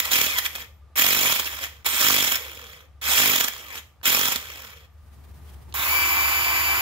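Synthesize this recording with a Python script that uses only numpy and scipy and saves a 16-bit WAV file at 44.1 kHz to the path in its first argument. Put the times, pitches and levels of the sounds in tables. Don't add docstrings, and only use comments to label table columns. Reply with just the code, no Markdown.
import sys
import numpy as np
from scipy import signal
from scipy.fft import rfft, irfft, next_fast_len
from scipy.io import wavfile
from scipy.ndimage import uniform_filter1d

SR = 44100
rng = np.random.default_rng(int(sys.argv[2]) if len(sys.argv) > 2 else 0)


def store_wav(level_fs):
    pcm = np.round(np.clip(np.atleast_2d(level_fs), -1, 1) * 32767)
    wavfile.write(sys.argv[1], SR, pcm.T.astype(np.int16))


def gain_from_db(level_db):
    decades = np.asarray(level_db, float) / 20
    return 10 ** decades


N = 300304
T = np.arange(N) / SR
SIZE = next_fast_len(N + 4096)
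HZ = np.fft.rfftfreq(SIZE, 1 / SR)

# pitch_hz, likeness [0..1]
PORT_LIKENESS = [(60, 0.99), (400, 0.93), (1500, 0.93), (3500, 0.58), (6000, 0.32), (15000, 0.14)]
# pitch_hz, left_minus_right_db
PORT_BALANCE = [(60, 3.5), (110, 0), (200, -0.5), (380, -0.5), (700, -5.5), (1290, -3.5), (2380, 7),
                (4400, -8), (8120, -10.5), (15000, -6.5)]
# pitch_hz, delay_ms
PORT_DELAY = [(300, 0.35), (1400, 0.12), (2500, 0.25), (16000, 0.297)]

# time_s, level_db
HUM_LEVEL = [(0, -50), (2.0, -50.5), (2.85, -52.5), (3.13, -41), (3.25, -55), (4.75, -52.5), (5.4, -42.5),
             (6.81, -42)]
# multiple [-], level_db
BELT_LINES = [(11.14, -22), (15, -15), (16, -12), (18, -15), (19, -12), (20, -20), (21, -13), (22, -17),
              (23, -24)]
# pitch_hz, density_db [dB per Hz]
ROOM_TONE = [(12, -52), (20, -26.5), (86, -3), (270, -26), (825, -25), (1060, -29), (1220, -28.5),
             (1400, -30.5), (8890, -47), (13900, -48), (16000, -53)]
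# time_s, level_db
SCRAPE_LEVEL = [(4.88, -87), (5.0, -72), (5.13, -69.5), (5.27, -66.5), (5.45, -63.5), (5.49, -62.5),
                (5.53, -64.5), (5.75, -71)]
# time_s, level_db
RUMBLE_LEVEL = [(4.88, -71), (5.06, -61.5), (5.25, -54), (5.75, -50.5)]
# pitch_hz, density_db [dB per Hz]
HANDLING_COLOUR = [(53, -33.5), (90, -2), (272, -24), (457, -26.5), (488, -31), (839, -28.5), (1110, -33),
                   (1210, -38), (1910, -37.5), (3150, -39), (7500, -43), (12800, -40.5), (15000, -40)]

# start_s, length_s, start_hz, end_hz, level_db
WHISTLES = [
    (0, .06, 1950, 1950, -47),
    (.12, .11, 2500, 2230, -43),
    (.285, .125, 2570, 1730, -42.5),
    (.35, .05, 1050, 900, -51),
    (1.43, .05, 1000, 870, -59),
    (1.57, .07, 620, 500, -65),
    (3.64, .13, 1330, 800, -59),
]
# start_s, length_s, pitch_hz, level_db
HISSES = [
    (1.875, .15, 8350, -34),
    (3.08, .09, 8400, -33),
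    (5.75, .11, 3700, -33),
    (6.08, .03, 8400, -38),
    (6.275, .03, 8400, -41),
    (5.465, .04, 3250, -60),
]
# start_s, length_s, pitch_hz
CHIRPS = [
    (.73, .08, 13520),
    (4.9, .05, 13300),
    (5.19, .06, 13200),
    (5.3, .07, 13400),
    (5.69, .04, 13180),
]
# time_s, peak_db, pitch_hz
SWITCH_CLICKS = [
    (0.116, -5, 3320),
    (0.553, -12, 3350),
    (0.958, -20, 3150),
    (1.846, -24, 3730),
    (3.014, -31, 3180),
    (4.014, -28.5, 1290),
    (4.032, -22.5, 3150),
    (4.056, -1, 3300),
    (5.725, -27, 3040),
    (5.741, -14.5, 3270),
]

# time_s, shaft_hz
FAN_SHAFT = [(5.742, 154), (5.794, 250), (5.828, 290), (5.85, 306), (5.892, 323), (5.94, 331), (6, 334.2),
             (6.14, 335.4), (6.81, 335.3)]
# pitch_hz, level_db
FAN_WHINE = [(2008, -51), (2347, -32), (2681, -43), (3015, -41.5), (4689, -42), (5028, -50), (6708, -56),
             (7041, -45), (7375, -50), (8710, -61), (9049, -58), (9388, -59), (10045, -59), (11063, -49),
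             (11396, -41), (11719, -51), (12069, -53), (12403, -52), (12737, -54), (13060, -46),
             (13410, -47), (13744, -43), (14077, -51), (14416, -52), (14756, -56), (15073, -51),
             (15407, -44), (15741, -49)]
# pitch_hz, density_db [dB per Hz]
FAN_AIR = [(59, -35), (100, -5.5), (193, -15), (328, -9), (481, -12.5), (1030, 2.5), (1800, -1.5),
           (2320, 1), (4470, -14.5), (4770, -13.5), (6290, -12.5), (7290, -14), (8830, -25.5),
           (11400, -15.5), (16000, -11)]
# pitch_hz, width_hz, level_db
FAN_DUCT = [(1067, 160, -1.5), (11500, 230, -6.5), (13600, 500, -8), (15300, 160, 12)]

# time_s, air_rush_db
PULLS = [
    [(0, -43.5), (.05, -36), (.104, -37), (.118, -24.5), (.27, -29.5), (.37, -38), (.5, -49), (.615, -42),
     (.7, -73)],
    [(.956, -35), (.985, -24.5), (1.2, -27), (1.28, -25.5), (1.4, -31.5), (1.43, -35.5), (1.62, -42.5),
     (1.69, -52.5), (1.84, -67)],
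    [(1.846, -48), (1.862, -29), (1.92, -32), (2.05, -24), (2.35, -30), (2.385, -43), (2.75, -51.5),
     (2.83, -59.5), (2.9, -80)],
    [(3.014, -40.5), (3.08, -28), (3.19, -23.5), (3.44, -28.5), (3.53, -43), (3.72, -52.5), (3.79, -44),
     (3.82, -63.5), (3.92, -83)],
    [(4.03, -46.5), (4.06, -24.5), (4.11, -25.5), (4.33, -30), (4.4, -44), (4.66, -47.5), (4.82, -59),
     (4.85, -61), (4.89, -84.5)],
]
# time_s, level_db, rise_s, fall_s
VENTS = [
    (.002, -21.5, 0.0032, 0.0045),
    (.055, -33, 0.0027, .004),
    (.388, -22, .007, 0.0038),
    (.463, -28, .014, 0.0057),
    (.559, -37, 0.0044, 0.0057),
    (1.641, -32, 0.013, .011),
    (1.863, -27, 0.0019, 0.004),
    (3.777, -42.5, 0.051, 0.0091),
    (2.357, -23.5, 0.0012, 0.0043),
    (4.361, -32.5, .002, 0.0042),
]
# time_s, strokes up to the next row [count], strength_db over the rush
STROKES = [(0.135, 2, 6.5), (.187, 2, 8.5), (.242, 1, 11), (0.266, 1, 8.5), (0.996, 2, 9), (1.046, 4, 8.5),
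           (1.13, 7, 10), (1.274, 2, 4.5), (1.325, 2, 10), (1.399, 1, 10), (1.47, 1, 7), (2.013, 1, 5),
           (2.047, 8, 5.5), (2.206, 2, 9), (2.247, 1, 8.5), (2.277, 1, 8.5), (2.322, 1, 11.5),
           (3.181, 8, 5.5), (3.337, 2, 7.5), (3.382, 1, 10.5), (3.41, 2, 14.5), (3.484, 1, 17),
           (4.078, 2, 6.5), (4.128, 5, 10.5), (4.236, 1, 6), (4.256, 1, 11), (4.285, 2, 12), (4.36, 1, 8.5)]
# start_s, stop_s, first_rattle_hz, rattle_depth_db, first_hum_db
COASTS = [
    (.48, .72, 60, 2, -60),
    (1.42, 1.82, 75, 3, -61),
    (2.385, 2.86, 84, 5, -51),
    (3.5, 3.84, 84, 3, -57),
    (4.39, 4.87, 84, 5, -54),
]
# pitch_hz, density_db [dB per Hz]
PUMP_AIR = [(120, -38), (200, -19), (340, -17.5), (590, -14.5), (821, -14), (1040, -10), (1550, -11.5),
            (2380, -4), (2960, -8.5), (3310, -6.5), (4680, -14), (5230, -9), (8420, -13.5), (9400, -17),
            (14100, -6), (16000, -4.5)]
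# pitch_hz, width_hz, level_db
HOUSING = [(2310, 52, -17), (3266, 233, 6.5), (5170, 140, -7.5), (7040, 530, 5.5), (11250, 1500, 1),
           (13400, 720, 3)]
# pitch_hz, width_hz, level_db
BODY_MODES = [(145.7, 92, -7), (264, 53, -8), (414, 110, -7)]


def evened(x):
    return x / np.sqrt(np.mean(x ** 2) + 1e-20)


def read(points):
    hz, value = np.transpose(points)
    return np.interp(np.log(HZ + 1), np.log(hz + 1), value)


def band(lo_hz, hi_hz):
    below = 1 + (lo_hz / (HZ + 1)) ** 8
    above = 1 + (HZ / hi_hz) ** 8
    return 1 / np.sqrt(below * above)


def shaped(x, gain):
    return irfft(rfft(x, SIZE) * gain, SIZE)[..., :N]


def resonate(x, hz, width):
    r = np.exp(-np.pi * width / SR)
    poles = [2, -4 * r * np.cos(2 * np.pi * hz / SR), 2 * r * r]
    return signal.lfilter([1 - r * r, 0, r * r - 1], poles, x)


def wander(rate_hz):
    return evened(shaped(rng.standard_normal(N), band(1.5, rate_hz)))


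def at_ports(x, tones=False):
    late = np.exp(-2j * np.pi * HZ * read(PORT_DELAY) / 1000)
    ports = np.array([late, 1 + 0 * late]) * gain_from_db(read(PORT_BALANCE) * [[.5], [-.5]])
    between = np.maximum(abs(ports.mean(0)), .5) if tones else 1
    return shaped(x, ports / between)


def air_noise(likeness=0.96):
    same = np.clip(likeness * read(PORT_LIKENESS), 0, 1)
    shared = shaped(rng.standard_normal(N), np.sqrt(same))
    return shared + shaped(rng.standard_normal((2, N)), np.sqrt(1 - same))


def patchy(x, depth_db):
    z = signal.stft(x, nperseg=256)[2]
    field = rng.standard_normal(z.shape[1:])
    field = uniform_filter1d(field, size=4, axis=0)
    field = evened(uniform_filter1d(field, size=5, axis=1))
    return signal.istft(z * gain_from_db(depth_db * field), nperseg=256)[1][:, :N]


def curve_gain(s, db):
    return gain_from_db(np.interp(T, s, db)) * (T >= s[0]) * np.clip((s[-1] - T) / 0.0086, 0, 1)


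def appliance():
    belt_hz, slap_s, twist_rad = 4.228, .18, 1.44
    belt = 2 * np.pi * belt_hz * (T - slap_s)
    hum = np.cos(17 * belt)
    for k, db in BELT_LINES:
        hum = hum - gain_from_db(db) * np.cos(k * belt + twist_rad * (k - 17) ** 2)
    hum = hum * gain_from_db(1.0 + 1.1 * wander(10))
    hum = hum * gain_from_db(np.interp(T, *np.transpose(HUM_LEVEL)) + [[1], [-1]])
    buzz = gain_from_db(-70.5) * evened(resonate(rng.standard_normal(N), 1195, 25))
    return hum + buzz


def room_tone():
    tone = shaped(air_noise(0.74), gain_from_db(read(ROOM_TONE)))
    return tone * gain_from_db(-63.5) / np.std(shaped(tone, band(150, 16000)))


def handling():
    grains = air_noise(.4) * gain_from_db(1.2 * wander(40))
    rustle = shaped(grains, gain_from_db(read(HANDLING_COLOUR)))
    scrape = evened(shaped(rustle, band(1280, 21000)))
    rumble = evened(shaped(rustle, band(126, 1600)))
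    scrape = gain_from_db(6.0) * curve_gain(*np.transpose(SCRAPE_LEVEL)) * gain_from_db(2.1 * wander(21)) * scrape
    return scrape + curve_gain(*np.transpose(RUMBLE_LEVEL)) * rumble


def garage():
    return appliance() + room_tone() + handling()


def walls(x, t60=0.34):
    t = np.arange(SR // 2) / SR
    sign = rng.choice([-1., 1.], (2, len(t)))
    sparse = rng.random((2, len(t))) < .05
    taps = sign * sparse * gain_from_db(-60 * t / t60) * (t > .004)
    return signal.oaconvolve(x, taps / np.linalg.norm(taps[0]), axes=1)[:, :N]


def squeaks():
    out = np.zeros(N)
    whistle_width_hz, hiss_width_hz, chirp_db = 50, 380, -83
    rows = [(*row, whistle_width_hz) for row in WHISTLES]
    rows += [(s, d, hz, hz, db, hiss_width_hz) for s, d, hz, db in HISSES]
    rows += [(s, d, hz, hz, chirp_db, whistle_width_hz) for s, d, hz in CHIRPS]
    for s, length, start_hz, end_hz, db, width in rows:
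        hz = np.linspace(start_hz, end_hz, round(length * SR))
        blur = evened(uniform_filter1d(rng.standard_normal(8000), round(SR / width)))[:len(hz)]
        steady = 3 * (width < 100)
        carrier = np.sin(2 * np.pi * np.cumsum(hz) / SR)
        tone = (steady + blur) * carrier * signal.windows.tukey(len(hz), .3)
        out[round(s * SR):][:len(hz)] += gain_from_db(db) * tone
    return at_ports(out, tones=True)


def switch():
    t, out = np.arange(600) / SR, np.zeros(N + 600)
    for s, db, hz in SWITCH_CLICKS:
        tick = rng.standard_normal(600)
        if db < -24:
            tick = 3 * resonate(resonate(tick, hz, hz), hz, hz)
        ring = np.sin(2 * np.pi * hz * t) * np.exp(-t / .0016)
        click = tick * np.exp(-t / .002) + ring
        out[round(s * SR):][:600] += gain_from_db(db - 13.0) * click
    return at_ports(out[:N])


def fan_whine(turns, missing):
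    full_speed_hz = 335.2
    whine = np.zeros(N)
    for hz, db in [(335, -53)] + list(FAN_WHINE):
        waver_db = (1.6 if hz < 4000 else 1.4) * wander(20)
        growth_db = -(110 if hz < 12000 else 50) * missing
        line_db = db - (hz < 4000) * 1.3 - (2500 < hz < 3200) * 1.5 + waver_db + growth_db
        phase = round(hz / full_speed_hz) * turns + rng.random()
        whine += gain_from_db(line_db) * np.sin(2 * np.pi * phase)
    whine *= gain_from_db(5.5) * (T > FAN_SHAFT[0][0])
    return at_ports(whine, tones=True)


def fan():
    shaft_hz = np.interp(T, *np.transpose(FAN_SHAFT))
    turns = np.cumsum(shaft_hz * (1 + .0009 * wander(25))) / SR
    missing = 1 - shaft_hz / 335.2
    whine = fan_whine(turns, missing)
    throb = 1 + 0.19 * np.cos(2 * np.pi * turns)
    air = patchy(air_noise(), 0.93) * throb * gain_from_db(0.42 * wander(180))
    air = air + sum(gain_from_db(db) * resonate(air, hz, width) for hz, width, db in FAN_DUCT)
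    air = at_ports(shaped(air, gain_from_db(read(FAN_AIR))))
    roar = evened(shaped(air, band(73, 1060)))
    hiss = evened(shaped(air, band(1620, 14600)))
    since = T - FAN_SHAFT[0][0]
    effort = gain_from_db(-13.5 * missing - 1. * since) * (since > 0)
    fizz = gain_from_db(-25) * np.exp(-abs(since) / 0.24) * evened(shaped(air, band(9600, 20000)))
    return effort * (gain_from_db(-25.5) * hiss + gain_from_db(-33.5) * roar + fizz) + whine


def rush_db():
    level = sum(curve_gain(*np.transpose(rows)) for rows in PULLS)
    for s, db, rise, fall in VENTS:
        level = level + gain_from_db(db) * np.exp(-abs(T - s) / np.where(T < s, rise, fall))
    return 20 * np.log10(level + 1e-7)


def stroke_trains(level_db):
    thump_db, lazy_thump_db = -4.5, -9
    s, count, puff_db = np.transpose(STROKES)
    number = np.cumsum(np.round(count)) - np.round(count)
    each = np.arange(number[-1] + 1)
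    luck = rng.standard_normal((len(each), 2))
    when = np.interp(each, number, s)
    at = np.round(when * SR).astype(int)
    gap = np.minimum(np.diff(when, prepend=-1), 2 * np.diff(when, append=9))
    slow = np.clip((gap - .025) / 0.086, 0, 1)
    puff = np.maximum(gain_from_db(np.interp(each, number, puff_db) + .9 * luck[:, 0]) - 1, 0)
    blow = gain_from_db(level_db[at] + thump_db + lazy_thump_db * slow + .6 * luck[:, 1])
    trains = np.zeros((3, N))
    trains[:, at] = [(1 - slow) * puff, slow * puff, blow]
    return trains


def coasting():
    slowing_s, fade_db_per_s = .33, 30
    throb_db, hum = np.zeros(N), np.zeros(N)
    for start, stop, rate, depth_db, hum_db in COASTS:
        inside = (T > start) & (T < stop)
        rattle_hz = rate * np.exp((start - T) / slowing_s) * (1 + .015 * wander(30))
        turns = np.cumsum(inside * rattle_hz) / SR
        throb_db += inside * depth_db * np.cos(np.pi * turns) ** 6
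        broken = gain_from_db(-3 + 2.5 * wander(8))
        teeth = sum(np.sin(2 * np.pi * 6 * k * turns) for k in range(2, 6))
        teeth = teeth + 7 * rng.standard_normal(N)
        body = gain_from_db(8) * resonate(resonate(teeth, 490, 90), 490, 90)
        fade = curve_gain([start, stop], [hum_db, hum_db - fade_db_per_s * (stop - start)])
        hum += fade * (broken * np.sin(2 * np.pi * 6 * turns) + body)
    return throb_db, hum


def pump():
    level_db = rush_db()
    quick, slow, blows = stroke_trains(level_db)
    t = np.arange(-2000, 2001) / SR
    puffs = np.zeros(N)
    for train, rise_s, fall_s in [(quick, .004, .0035), (slow, .012, .006)]:
        puff = np.where(t < 0, np.exp(t / rise_s), np.exp(-t / fall_s))
        puffs += signal.oaconvolve(train, puff, "same")
    throb_db, hum = coasting()
    pulsing = (1 + puffs) * gain_from_db(throb_db + 1.9 * wander(400))
    pulsing /= np.sqrt(uniform_filter1d(pulsing ** 2, 3500))
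    air = patchy(air_noise(), 2.2) * pulsing
    air = air + sum(gain_from_db(db - 6.0) * resonate(air, hz, width) for hz, width, db in HOUSING)
    air = at_ports(shaped(air, gain_from_db(read(PUMP_AIR))))
    low = evened(shaped(air, band(120, 1573)))
    mid = evened(shaped(air, band(1500, 4240)))
    high = evened(shaped(air, band(4500, 19000)))
    over_db = level_db + 30
    rush = gain_from_db(1.5) * mid + gain_from_db(5 + .22 * over_db) * high + gain_from_db(-6.5 - .13 * over_db) * low
    thump = sum(gain_from_db(db) * SR / (np.pi * width) * resonate(blows, hz, width) for hz, width, db in BODY_MODES)
    return gain_from_db(level_db) * rush + at_ports(thump + hum)


def scene():
    tool = pump() + fan() + switch() + squeaks()
    return tool + gain_from_db(-9.5) * walls(tool) + garage()


def band_limit(x):
    return signal.sosfilt(signal.butter(12, 16810, fs=SR, output="sos"), x)


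def record(dry):
    edge = signal.firwin(1201, 15730, window=("kaiser", 6), fs=SR)
    limited = signal.oaconvolve(.9 * np.tanh(dry / .9), edge[None], "same")
    return band_limit(limited)


dry = scene()
out = record(dry)
store_wav(out)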